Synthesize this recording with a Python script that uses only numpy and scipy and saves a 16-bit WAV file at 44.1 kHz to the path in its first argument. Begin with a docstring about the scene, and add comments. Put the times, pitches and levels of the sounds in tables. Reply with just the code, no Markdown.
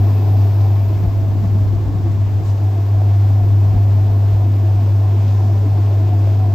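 """Just above an open top-load washer that turns its basket of wet towels about three times a second.
At first the hand-held microphone is close: motor hum, drive rumble, a rub at each place of the turn, hissing water.
From about 1 s it draws back, farthest near 2 s, while gusts and puffs of air buffet it; then the hum throbs.
It comes part of the way back; the tub knocks now and then, puffs go on, and late on it scrapes too.
Tones are sines with wandering phase, rushing sounds are shaped noise, ticks and knocks are struck resonances."""
import sys
import numpy as np
from scipy import signal
from scipy.fft import rfft, irfft
from scipy.io import wavfile

SR = 44100
rng = np.random.default_rng(int(sys.argv[2]) if len(sys.argv) > 2 else 0)


def master_out(mix):
    """Clip the mix to full scale and print it as 16-bit PCM to the path in sys.argv[1]."""
    frames = np.transpose(np.atleast_2d(mix))
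    ceiling = np.clip(frames, -1, 1)
    pcm = np.round(ceiling * 32767).astype(np.int16)
    wavfile.write(sys.argv[1], SR, pcm)


N = 288414

TIME = np.arange(N) / SR
BINS = np.maximum(np.fft.rfftfreq(N, 1 / SR), 1)   # Hz, kept above zero for the logarithm
AROUND = np.arange(-SR // 8, SR // 8) / SR   # seconds around a short event
TURNS_PER_S = 2.954   # basket

# distance of the microphone from the tub: [t/s, share drawn back 0-1]
DRAWN_BACK = [(0, 0.06), (.75, 0.23), (1.3, 0.65), (1.85, 0.74), (2.3, 0.74), (2.8, 0.51), (4.2, 0.4),
              (6.54, 0.37)]
# relative strength of the drive's growl, rubs and shaft tones: [t/s, level/dB]
GROWL = [(0, 2.5), (1.0, -0.5), (1.8, 0.5), (2.7, -0.2), (3.9, 0.4), (4.8, 0.5), (5.7, 1.5), (6.5, 1)]


def from_db(db):
    """Decibels to gain."""
    return 10 ** (np.asarray(db) / 20)


def in_time(rows):
    """A curve read at every sample."""
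    return np.interp(TIME, *np.transpose(rows))


def at_hz(points, hz):
    """A spectrum read on a log-frequency axis."""
    known_hz, values = np.transpose(points)
    return np.interp(np.log(hz), np.log(known_hz), values)


def pan(lean_db):
    """Left and right gains; positive leans left."""
    return from_db(np.array([[.5], [-.5]]) * lean_db)


def bump(offset, length):
    """A smooth bell-shaped rise and fall, height 1; the length is its standard deviation."""
    return np.exp(-.5 * (offset / length) ** 2)


def drift(rate, size=40):
    """Slow chance of spread 1: noise drawn once per size samples, twice low-passed at rate Hz."""
    run_in = size * size
    r = np.exp(-2 * np.pi * rate * size / SR)
    draws = rng.standard_normal(N // size + run_in + 2)
    slow = signal.lfilter([1], [1, -2 * r, r * r], draws)[run_in:]
    return np.interp(np.arange(N) / size, np.arange(len(slow)), slow / slow.std())


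def spread(mid, side, hz):
    """Two unrelated sounds become left and right, with width and lean that depend on pitch."""
    # stereo width before the lean: [f/Hz, side minus mid level/dB]
    width = [(60, -29.5), (200, -18.5), (380, -12), (700, -8), (1290, -2), (2400, -6.5), (4400, -5.5),
             (8000, -4.5), (15000, 17.5)]
    # balance: [f/Hz, left minus right level/dB]
    balance = [(110, -5), (200, 0.5), (380, 1), (700, -1.5), (1290, 1), (2400, 2), (4400, 5.5), (8100, 0),
               (14000, -2)]
    return (mid + from_db(at_hz(width, hz)) * side * [[1], [-1]]) * pan(at_hz(balance, hz))


def noise(close, far):
    """Stereo noise whose amplitude per root Hz turns from one colour to another as the microphone draws back."""
    both = spread(*rfft(rng.standard_normal((2, N))) * np.sqrt(SR / 2), BINS)
    back = in_time(DRAWN_BACK)
    return (1 - back) * irfft(both * close, N) + back * irfft(both * far, N)


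def band_noise(low_hz, high_hz, side_db):
    """Stereo noise in one band; its mid has rms 1."""
    sos = signal.butter(2, [low_hz, min(high_hz, SR / 2 - 1)], "band", fs=SR, output="sos")
    mid, side = signal.sosfilt(sos, rng.standard_normal((2, N)))
    return (mid + from_db(side_db) * side * [[1], [-1]]) / mid.std()


def ring(clicks, hz, width_hz):
    """A unit click sets a decaying sine ringing, of starting height 1; a wider resonance dies faster."""
    r, w = np.exp(-np.pi * width_hz / SR), 2 * np.pi * hz / SR
    return signal.lfilter([0, np.sin(w)], [1, -2 * r * np.cos(w), r * r], clicks + 1e-18)


def eddy(length, hz, sag_per_s, phase):
    """A few swinging cycles that glide in pitch, downwards for a positive sag."""
    gliding_hz = hz * (1 - np.tanh(sag_per_s * AROUND) / 2)
    return bump(AROUND, length) * np.sin(2 * np.pi * (np.cumsum(gliding_hz) / SR + phase))


def add(out, s, sound):
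    """Mix a short sound into a track, centred on its moment."""
    at = round(s * SR) + (AROUND * SR).round().astype(int)
    inside = (at >= 0) & (at < N)
    out[at[inside]] += sound[inside]


def sliding_tone(hz, width_hz, rough):
    """Two unrelated tones on one pitch track, wandering a little and blurred by friction; rms about 1."""
    wander = np.array([drift(1.53), drift(0.93)])
    phase = 2 * np.pi * (np.cumsum(hz) / SR + rng.random((2, 1))) + np.pi / 2 * wander
    blur = np.array([drift(width_hz) + 1j * drift(width_hz) for _ in range(2)]) / np.sqrt(2)
    return (np.exp(1j * phase) * (1 + rough * blur)).real * np.sqrt(2 / (1 + rough ** 2))


def past(place):
    """Share of a turn since the basket passed this place, from -1/2 to 1/2."""
    return (TURNS_PER_S * TIME - place + .5) % 1 - .5


def nearness(loss_db):
    """Gain of a source that loses so much when the microphone is drawn fully back."""
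    return from_db(-loss_db * in_time(DRAWN_BACK))


def airflow(calm_db=-47.5):
    """Relative strength of the air at the microphone: calm, with gusts that swell and fade."""
    # gusts over the microphone: [t/s, half length/s, relative level/dB]
    gusts = [(1.0, 0.088, -35), (1.3, 0.12, -36.5), (1.75, 0.26, -33.5), (2.25, 0.21, -38),
             (3.72, 0.3, -41)]
    return from_db(calm_db) + sum(from_db(db) * bump(TIME - s, length) for s, length, db in gusts)


def high_hiss(side_db=-13, left_lag_s=.000081):
    """A smooth hiss at the very top reaches the left side a moment late."""
    # thin hiss: [f/Hz, relative level per Hz/dB]
    colour = [(10700, -130), (11200, -101), (12200, -93), (14000, -92), (15000, -92), (16000, -97.5)]
    # its strength: [t/s, relative level/dB]
    strength = [(0, 3.5), (.5, 2.5), (1.25, -1), (1.72, -2.5), (1.85, -4.5), (2.4, -3), (3.3, -1),
                (4.4, -1.5), (6.5, -2.3)]
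    mid, side = rfft(rng.standard_normal((2, N))) * from_db(at_hz(colour, BINS)) * np.sqrt(SR / 2)
    other = from_db(side_db) * side
    left = (mid + other) * np.exp(-2 * np.pi * 1j * BINS * left_lag_s)
    return irfft(np.array([left, mid - other]), N) * from_db(in_time(strength))


def spray(level_db=-0.97, loss_db=3.0, flicker_db=.5, surge_db=0.41):
    """Water flung through the basket's holes hisses in the hollow tub, now and then in a swish."""
    # hiss of the water: [f/Hz, relative level per Hz/dB]
    colour = [(500, -94), (1250, -76.5), (1800, -80), (2500, -81.5), (3100, -84), (4000, -86.5),
              (5300, -86.5), (6400, -90.5), (8400, -95.5), (9400, -108), (10200, -130)]
    # air resonances of the open tub: [f/Hz, full width/Hz, level added close/dB, added drawn fully back/dB]
    tub_air = [(1720, 150, 1.5, 2.5), (1900, 160, -0.5, -1.5), (2090, 200, -0.5, 1.5), (2300, 120, 0.5, -2),
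               (2600, 130, 3.5, -5), (2870, 400, -.5, -1), (3570, 200, 1.1, 0), (4800, 300, 1, -1),
               (5330, 200, 0.5, -3), (5850, 300, -1.5, -1.5), (7100, 1600, -1.5, 2)]
    # swishes: [t/s, half length/s, lowest f/Hz, highest f/Hz, relative level/dB]
    swishes = [(.41, .03, 3500, 6000, -56), (.61, 0.015, 2500, 6000, -51), (.79, .04, 1500, 2600, -54),
               (2.27, 0.033, 1700, 3000, -52.5), (2.485, 0.035, 2000, 7800, -50),
               (5.193, 0.098, 2100, 3400, -54), (5.293, 0.022, 2200, 5000, -52),
               (5.38, 0.18, 4800, 6850, -58), (6.086, 0.027, 2000, 3200, -53),
               (6.3, 0.048, 1900, 3100, -54)]
    close_db = far_db = at_hz(colour, BINS)
    for hz, width_hz, above_db, back_db in tub_air:
        peak = 1 / (1 + (2 * (BINS - hz) / width_hz) ** 2)
        close_db, far_db = close_db + above_db * peak, far_db + back_db * peak
    flow = nearness(loss_db) * from_db(level_db + flicker_db * drift(40) + surge_db * drift(7.5))
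    surges = 0
    for s, length, low_hz, high_hz, db in swishes:
        surges = surges + from_db(db) * bump(TIME - s, length) * band_noise(low_hz, high_hz, side_db=-4.0)
    soften = signal.butter(10, 8800, fs=SR, output="sos")
    return noise(from_db(close_db), from_db(far_db)) * flow + signal.sosfilt(soften, surges)


def drops(per_s=45, patter_db=-50, scatter_db=5.5, soft_hz=7000):
    """A few clear drops over a faint random patter; each strikes the tub's modes differently."""
    # clear drops on the tub: [t/s, strike level/dB]
    strikes = [(0.6094, -39), (3.975, -34), (4.4294, -38), (5.281, -34), (5.4824, -38)]
    # what a drop rings with: [f/Hz, width/Hz, relative level/dB]
    tub_modes = [(870, 180, -8), (1720, 350, -18), (2400, 340, -7), (3870, 380, -10.5), (5370, 720, -5.5)]
    clicks = (rng.random(N) < per_s / SR) * from_db(patter_db + scatter_db * rng.standard_normal(N))
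    for s, db in strikes:
        clicks[round(s * SR)] += from_db(db)
    rings = 0
    for hz, width_hz, db in tub_modes:
        # a random sign shared by both sides, and a part of each side's own
        strength = rng.choice([-1, 1], N) + 0.76 * rng.standard_normal((2, N))
        rings = rings + from_db(db) * ring(clicks * strength, hz, width_hz)
    return signal.sosfilt(signal.butter(6, soft_hz, fs=SR, output="sos"), rings)


def gulps(level_db=-2.0, half_length_s=.014, sag_per_s=3.996, churn_db=-33.5, scatter_db=2.5,
          low_hz=230, high_hz=390, count=50):
    """Pockets of water slosh, each a few cycles of a gliding tone: clear gulps over a random churn."""
    # clear gulps: [t/s, f/Hz, peak level before the trim/dB]
    clear = [(0.309, 301, -27), (0.915, 322, -28), (1.22, 290, -30), (1.35, 322, -26), (1.685, 290, -28),
             (1.901, 280, -23.5), (2.07, 333, -26), (2.64, 301, -26), (3.309, 279, -27), (3.46, 349, -27.5),
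             (4.46, 312, -26.5), (4.628, 317, -33), (5.461, 226, -24), (5.67, 285, -27), (6.02, 306, -25)]
    out = np.zeros(N)
    for (s, hz, db), phase in zip(clear, rng.random(len(clear))):
        add(out, s, from_db(db + level_db) * eddy(half_length_s, hz, sag_per_s, phase))
    for when, pitch, strength, glide, phase in rng.random((count, 5)):
        hz = low_hz * (high_hz / low_hz) ** pitch
        sag = sag_per_s * 2 * (2 * glide - 1)   # churn glides up or down
        gain = from_db(churn_db + scatter_db * (2 * strength - 1.5))
        add(out, when * N / SR, gain * eddy(half_length_s, hz, sag, phase))
    return out


def wind(level_db=5.0, rustle_db=-8.0):
    """Air moving over the microphone: low turbulence with a lighter rustle, stronger in the gusts."""
    air = band_noise(50, 115, side_db=-2.0) + from_db(rustle_db) * band_noise(140, 290, side_db=-7.5)
    return air * airflow() * from_db(level_db)


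def buffets(flap_db=-2.5, thump_db=1.6, sag_per_s=13.7, ragged=.18, thump_hz=54, thump_s=0.013):
    """Each buffet is a ragged swing of air: a quick falling flap, with a low thump mostly just after."""
    # puffs: [t/s, flap f/Hz, flap half length/s, flap level/dB, thump delay/s, thump level/dB], before trims
    puffs = [(0.894, 130, .007, -33, 0.0047, -25), (1.047, 169.2, 0.0069, -14, 0.028, -15.5),
             (1.175, 130.5, .006, -28, 0.0094, -29), (1.225, 148.6, .007, -27, 0.022, -28),
             (1.35, 198, .012, -31, .015, -37), (1.446, 195.4, .012, -15.5, 0.032, -24),
             (1.556, 198.8, 0.0036, -15.5, 0.017, -31), (1.632, 138, .008, -24, 0.027, -26),
             (1.735, 170.6, .009, -27, 0.025, -28), (1.852, 140, 0.0055, -32, 0.029, -22),
             (1.95, 171, 0.0081, -21, -0.0094, -30), (2.41, 148, 0.0084, -21.5, 0.037, -29),
             (2.95, 150, 0.0073, -38, 0.015, -29), (3.425, 140, 0.0066, -35, 0.0071, -29),
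             (3.67, 159, 0.0038, -23, 0.039, -27), (3.747, 150.7, 0.005, -13, .006, -15.5),
             (3.767, 250, .01, -23, 0.0055, -29), (4.115, 151.5, 0.0065, -24.5, -0.016, -26.5),
             (4.314, 140, .008, -35, 0.024, -20), (4.34, 163, .007, -23, 0.028, -24),
             (4.755, 154, .007, -24, .013, -26), (5.73, 149, .008, -27, .005, -31)]
    swing, strength = np.zeros((2, N))
    for (s, hz, length, high_db, lag, low_db), phase in zip(puffs, rng.random((len(puffs), 2))):
        flap, thump = from_db(high_db + flap_db), from_db(low_db + thump_db)
        add(swing, s, flap * eddy(length, hz, sag_per_s, phase[0]))
        add(swing, s + lag, thump * eddy(thump_s, thump_hz, sag_per_s, phase[1]))
        add(strength, s, flap * bump(AROUND, 2 * length))
    return swing + ragged * strength * band_noise(41, 330, side_db=-4.0)


def scrapes(half_length_s=0.024, rise_per_s=7.0):
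    """The tub slides on its supports with a brief rising tone."""
    # scrapes just after some of the knocks: [t/s, f/Hz, peak level/dB]
    slides = [(4.9, 590, -37.5), (5.93, 595, -36), (6.29, 570, -38)]
    out = np.zeros(N)
    for (s, hz, db), phase in zip(slides, rng.random(len(slides))):
        add(out, s, from_db(db) * eddy(half_length_s, hz, -rise_per_s, phase))
    return out


def knocks(level_db=1.5, lean_db=-2.0, width_hz=110):
    """The swaying tub nudges its supports: a soft contact that dies within a few cycles."""
    # light knocks: [t/s, f/Hz, strike level before the trim/dB]
    nudges = [(2.436, 790, -33), (3.018, 680, -19.5), (4.224, 550, -27), (4.876, 550, -24),
              (4.916, 660, -30), (5.482, 670, -29), (5.909, 625, -25), (6.273, 644, -21)]
    rings = 0
    for s, hz, db in nudges:
        click = np.arange(N) == round(s * SR)
        rings = rings + from_db(db + level_db) * ring(click, hz, width_hz)
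    return signal.sosfilt(signal.butter(2, 1800, fs=SR, output="sos"), rings) * pan(lean_db)


def under_whine(centre_hz=662, swing_hz=11, lowest_at=0.781):
    """A softer strand below the whine never stops and only sways in pitch with the turn."""
    # its strength: [t/s, relative level/dB]
    strength = [(0, -50.5), (.9, -45.5), (1.4, -43.5), (1.8, -52.5), (2.15, -47), (3.0, -49), (6.5, -48.5)]
    hz = centre_hz - swing_hz * np.cos(2 * np.pi * past(lowest_at))
    return spread(*sliding_tone(hz, 16, rough=.75), centre_hz) * from_db(in_time(strength))


def whine(centre_hz=711, swing_hz=41, highest_at=0.93, loudest_at=0.11):
    """A bearing whine arches up and down with every turn; it swells at the crest and is loudest as it falls."""
    # its strength before the swell of each turn: [t/s, relative level/dB]
    strength = [(0, -34.5), (1.03, -41.5), (1.3, -40), (1.8, -45.5), (2.05, -41), (2.7, -38.5), (3.4, -38),
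                (4.1, -35.5), (5.3, -38.5), (6.1, -36), (6.5, -36.5)]
    hz = centre_hz + swing_hz * (2 * bump(past(highest_at), .16) - 1)
    mid, side = sliding_tone(hz, 35, rough=.9)
    pressure = .33 + .7 * bump(past(loudest_at), .06) + .4 * bump(past(highest_at), .075)
    return spread(mid, side, centre_hz) * pressure * from_db(in_time(strength))


def shaft(motor_hz=24.09, swing=0.027, fastest_at=0.95, blur_hz=6, rough=.7):
    """The motor's overtones weave up and down together as the uneven load swings its speed on every turn."""
    # overtones of the motor shaft: [multiple of its speed, relative level/dB]
    orders = [(2, -44.5), (5, -39), (6, -40), (10, -42.5), (11, -46), (12, -44), (14, -43), (18, -48.5)]
    speed_hz = motor_hz * (1 + swing * np.cos(2 * np.pi * past(fastest_at)))
    out = 0
    for k, db in orders:
        mid, side = sliding_tone(round(k) * speed_hz, blur_hz, rough)
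        out = out + from_db(db) * spread(mid, side, k * motor_hz)
    return out


def basket(level_db=0.45, rough=1.0, half_length_turns=0.072, width_hz=18, sag_hz_per_turn=51):
    """Each rub comes round once a turn and excites a narrow resonance that sags as it passes."""
    # rubs: [place in the turn 0-1, f/Hz, relative level/dB]
    rubs = [(0, 592.6, -45.5), (.10, 242.1, -37), (0.121, 325.8, -37.5), (.25, 249.3, -39),
            (0.281, 701, -43), (.28, 1090, -49.5), (.47, 556, -47), (0.571, 340, -40.5), (.72, 418.7, -44),
            (.74, 650, -41), (.76, 295.4, -38), (.87, 1026, -50.5)]
    out = np.zeros((2, N))
    for place, hz, db in rubs:
        mid, side = sliding_tone(hz - sag_hz_per_turn * past(place), width_hz, rough)
        out += spread(mid, side, hz) * bump(past(place), half_length_turns) * from_db(db + level_db)
    return out


def cabinet(level_db=-10.5, growl_db=-1.5, surge_db=0.5, flutter_db=1.06, growl_below_hz=480):
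    """Belt and bearings rumble through panel resonances: a slowly surging growl under a quickly fluttering rush."""
    # broad rumble of the drive: [f/Hz, relative level per Hz/dB]
    rumble = [(20, -91.5), (45, -73.5), (110, -52.5), (180, -59.5), (330, -51.5), (500, -55.5), (700, -57),
              (1000, -59), (1400, -77.5), (3000, -100)]
    # cabinet and tub resonances: [f/Hz, half width/Hz, relative level per Hz/dB, gain drawn fully back/dB]
    panels = [(57, 8.2, -59, -0.5), (86, 16, -56, 1), (162, 18, -45.5, 3), (210, 7.4, -62.5, -3),
              (230, 24, -44.5, -3.5), (278, 42, -58, -4), (340, 73, -50, 4.5), (413, 34, -56, 0),
              (420, 19, -50.5, -1), (498, 19, -70.5, -2), (553, 36, -57, 0), (640, 24, -55, 5),
              (733, 71, -50, -9), (745, 42, -62, 1), (873, 55, -56.5, -3.5), (1073, 60, -68.5, 12.5),
              (1000, 30, -60, -6)]
    close = far = from_db(at_hz(rumble, BINS)) ** 2   # power
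    for hz, width_hz, db, back_db in panels:
        peak = from_db(db) / (1 + ((BINS - hz) / width_hz) ** 2)
        close, far = close + peak ** 2, far + (peak * from_db(back_db)) ** 2
    low = 1 / (1 + (BINS / growl_below_hz) ** 10)   # share of the power that growls
    growl_level = from_db(growl_db + in_time(GROWL) + surge_db * drift(5.5))
    growl = noise(np.sqrt(close * low), np.sqrt(far * low)) * growl_level
    rush = noise(np.sqrt(close * (1 - low)), np.sqrt(far * (1 - low))) * from_db(flutter_db * drift(25))
    return (growl + rush) * from_db(level_db)


def motor(hum_hz=100.04, level_db=-0.15, flutter_db=0.38, wobble_rad=0.075, lag_rad=-0.016, waver=4.3,
          lean_db=1.25, lean_loss_db=1.0):
    """Magnetic pull at twice the mains frequency shakes the cabinet; the tone wavers more in moving air."""
    # hum at the microphone before the trim: [t/s, relative level/dB]
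    strength = [(0, -10), (.22, -13), (.44, -10), (.52, -12.5), (.62, -10), (.67, -12.5), (.73, -11),
                (.85, -14), (1.2, -14.5), (1.44, -15), (1.59, -12.8), (1.75, -14), (1.85, -17),
                (2.05, -16.5), (2.2, -14), (2.37, -14), (2.41, -17), (2.5, -14.5), (2.89, -14),
                (2.97, -11.5), (3.66, -10.5), (3.745, -13.5), (3.78, -11), (4.15, -12), (6.5, -12.5)]
    # overtones: [multiple of the hum, mean level relative to the hum/dB]
    overtones = [(2, -37.5), (3, -42.5)]
    phase = 2 * np.pi * hum_hz * TIME + wobble_rad * drift(7.6) + lag_rad * np.array([[.5], [-.5]])
    tone = np.sin(phase)
    for k, db in overtones:
        tone = tone + from_db(db + 2 * drift(3.6)) * np.sin(round(k) * phase)
    unsteady = 1 + waver * airflow() * np.array([drift(9.0), drift(25)])   # each side its own way
    # a spell in which the hum throbs
    throb_at_s, throb_half_s, throbs_per_s, throb_depth_db = 2.366, 0.42, 7, 2.1
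    since = TIME - throb_at_s
    throb_db = throb_depth_db * bump(since, throb_half_s) * np.cos(2 * np.pi * throbs_per_s * since)
    level = from_db(in_time(strength) + level_db + throb_db + flutter_db * drift(8.2))
    return np.sqrt(2) * tone * unsteady * level * pan(lean_db - lean_loss_db * in_time(DRAWN_BACK))


def scene(drive_loss_db=5.5):
    """The machine, the water in it and the air above it."""
    water = high_hiss() + spray() + drops() + gulps()
    air = wind() + buffets()
    drive = cabinet() + (basket() + shaft()) * from_db(in_time(GROWL))
    machine = scrapes() + knocks() + under_whine() + whine() + nearness(drive_loss_db) * drive + motor()
    return water + air + machine


def record(dry):
    """The microphone sheds the deepest bass; the top is cut steeply."""
    without_bass = signal.sosfilt(signal.butter(3, 36, "high", fs=SR, output="sos"), dry)
    return signal.sosfilt(signal.ellip(12, .1, 90, 15750, fs=SR, output="sos"), without_bass)


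dry = scene()
out = record(dry)
master_out(out)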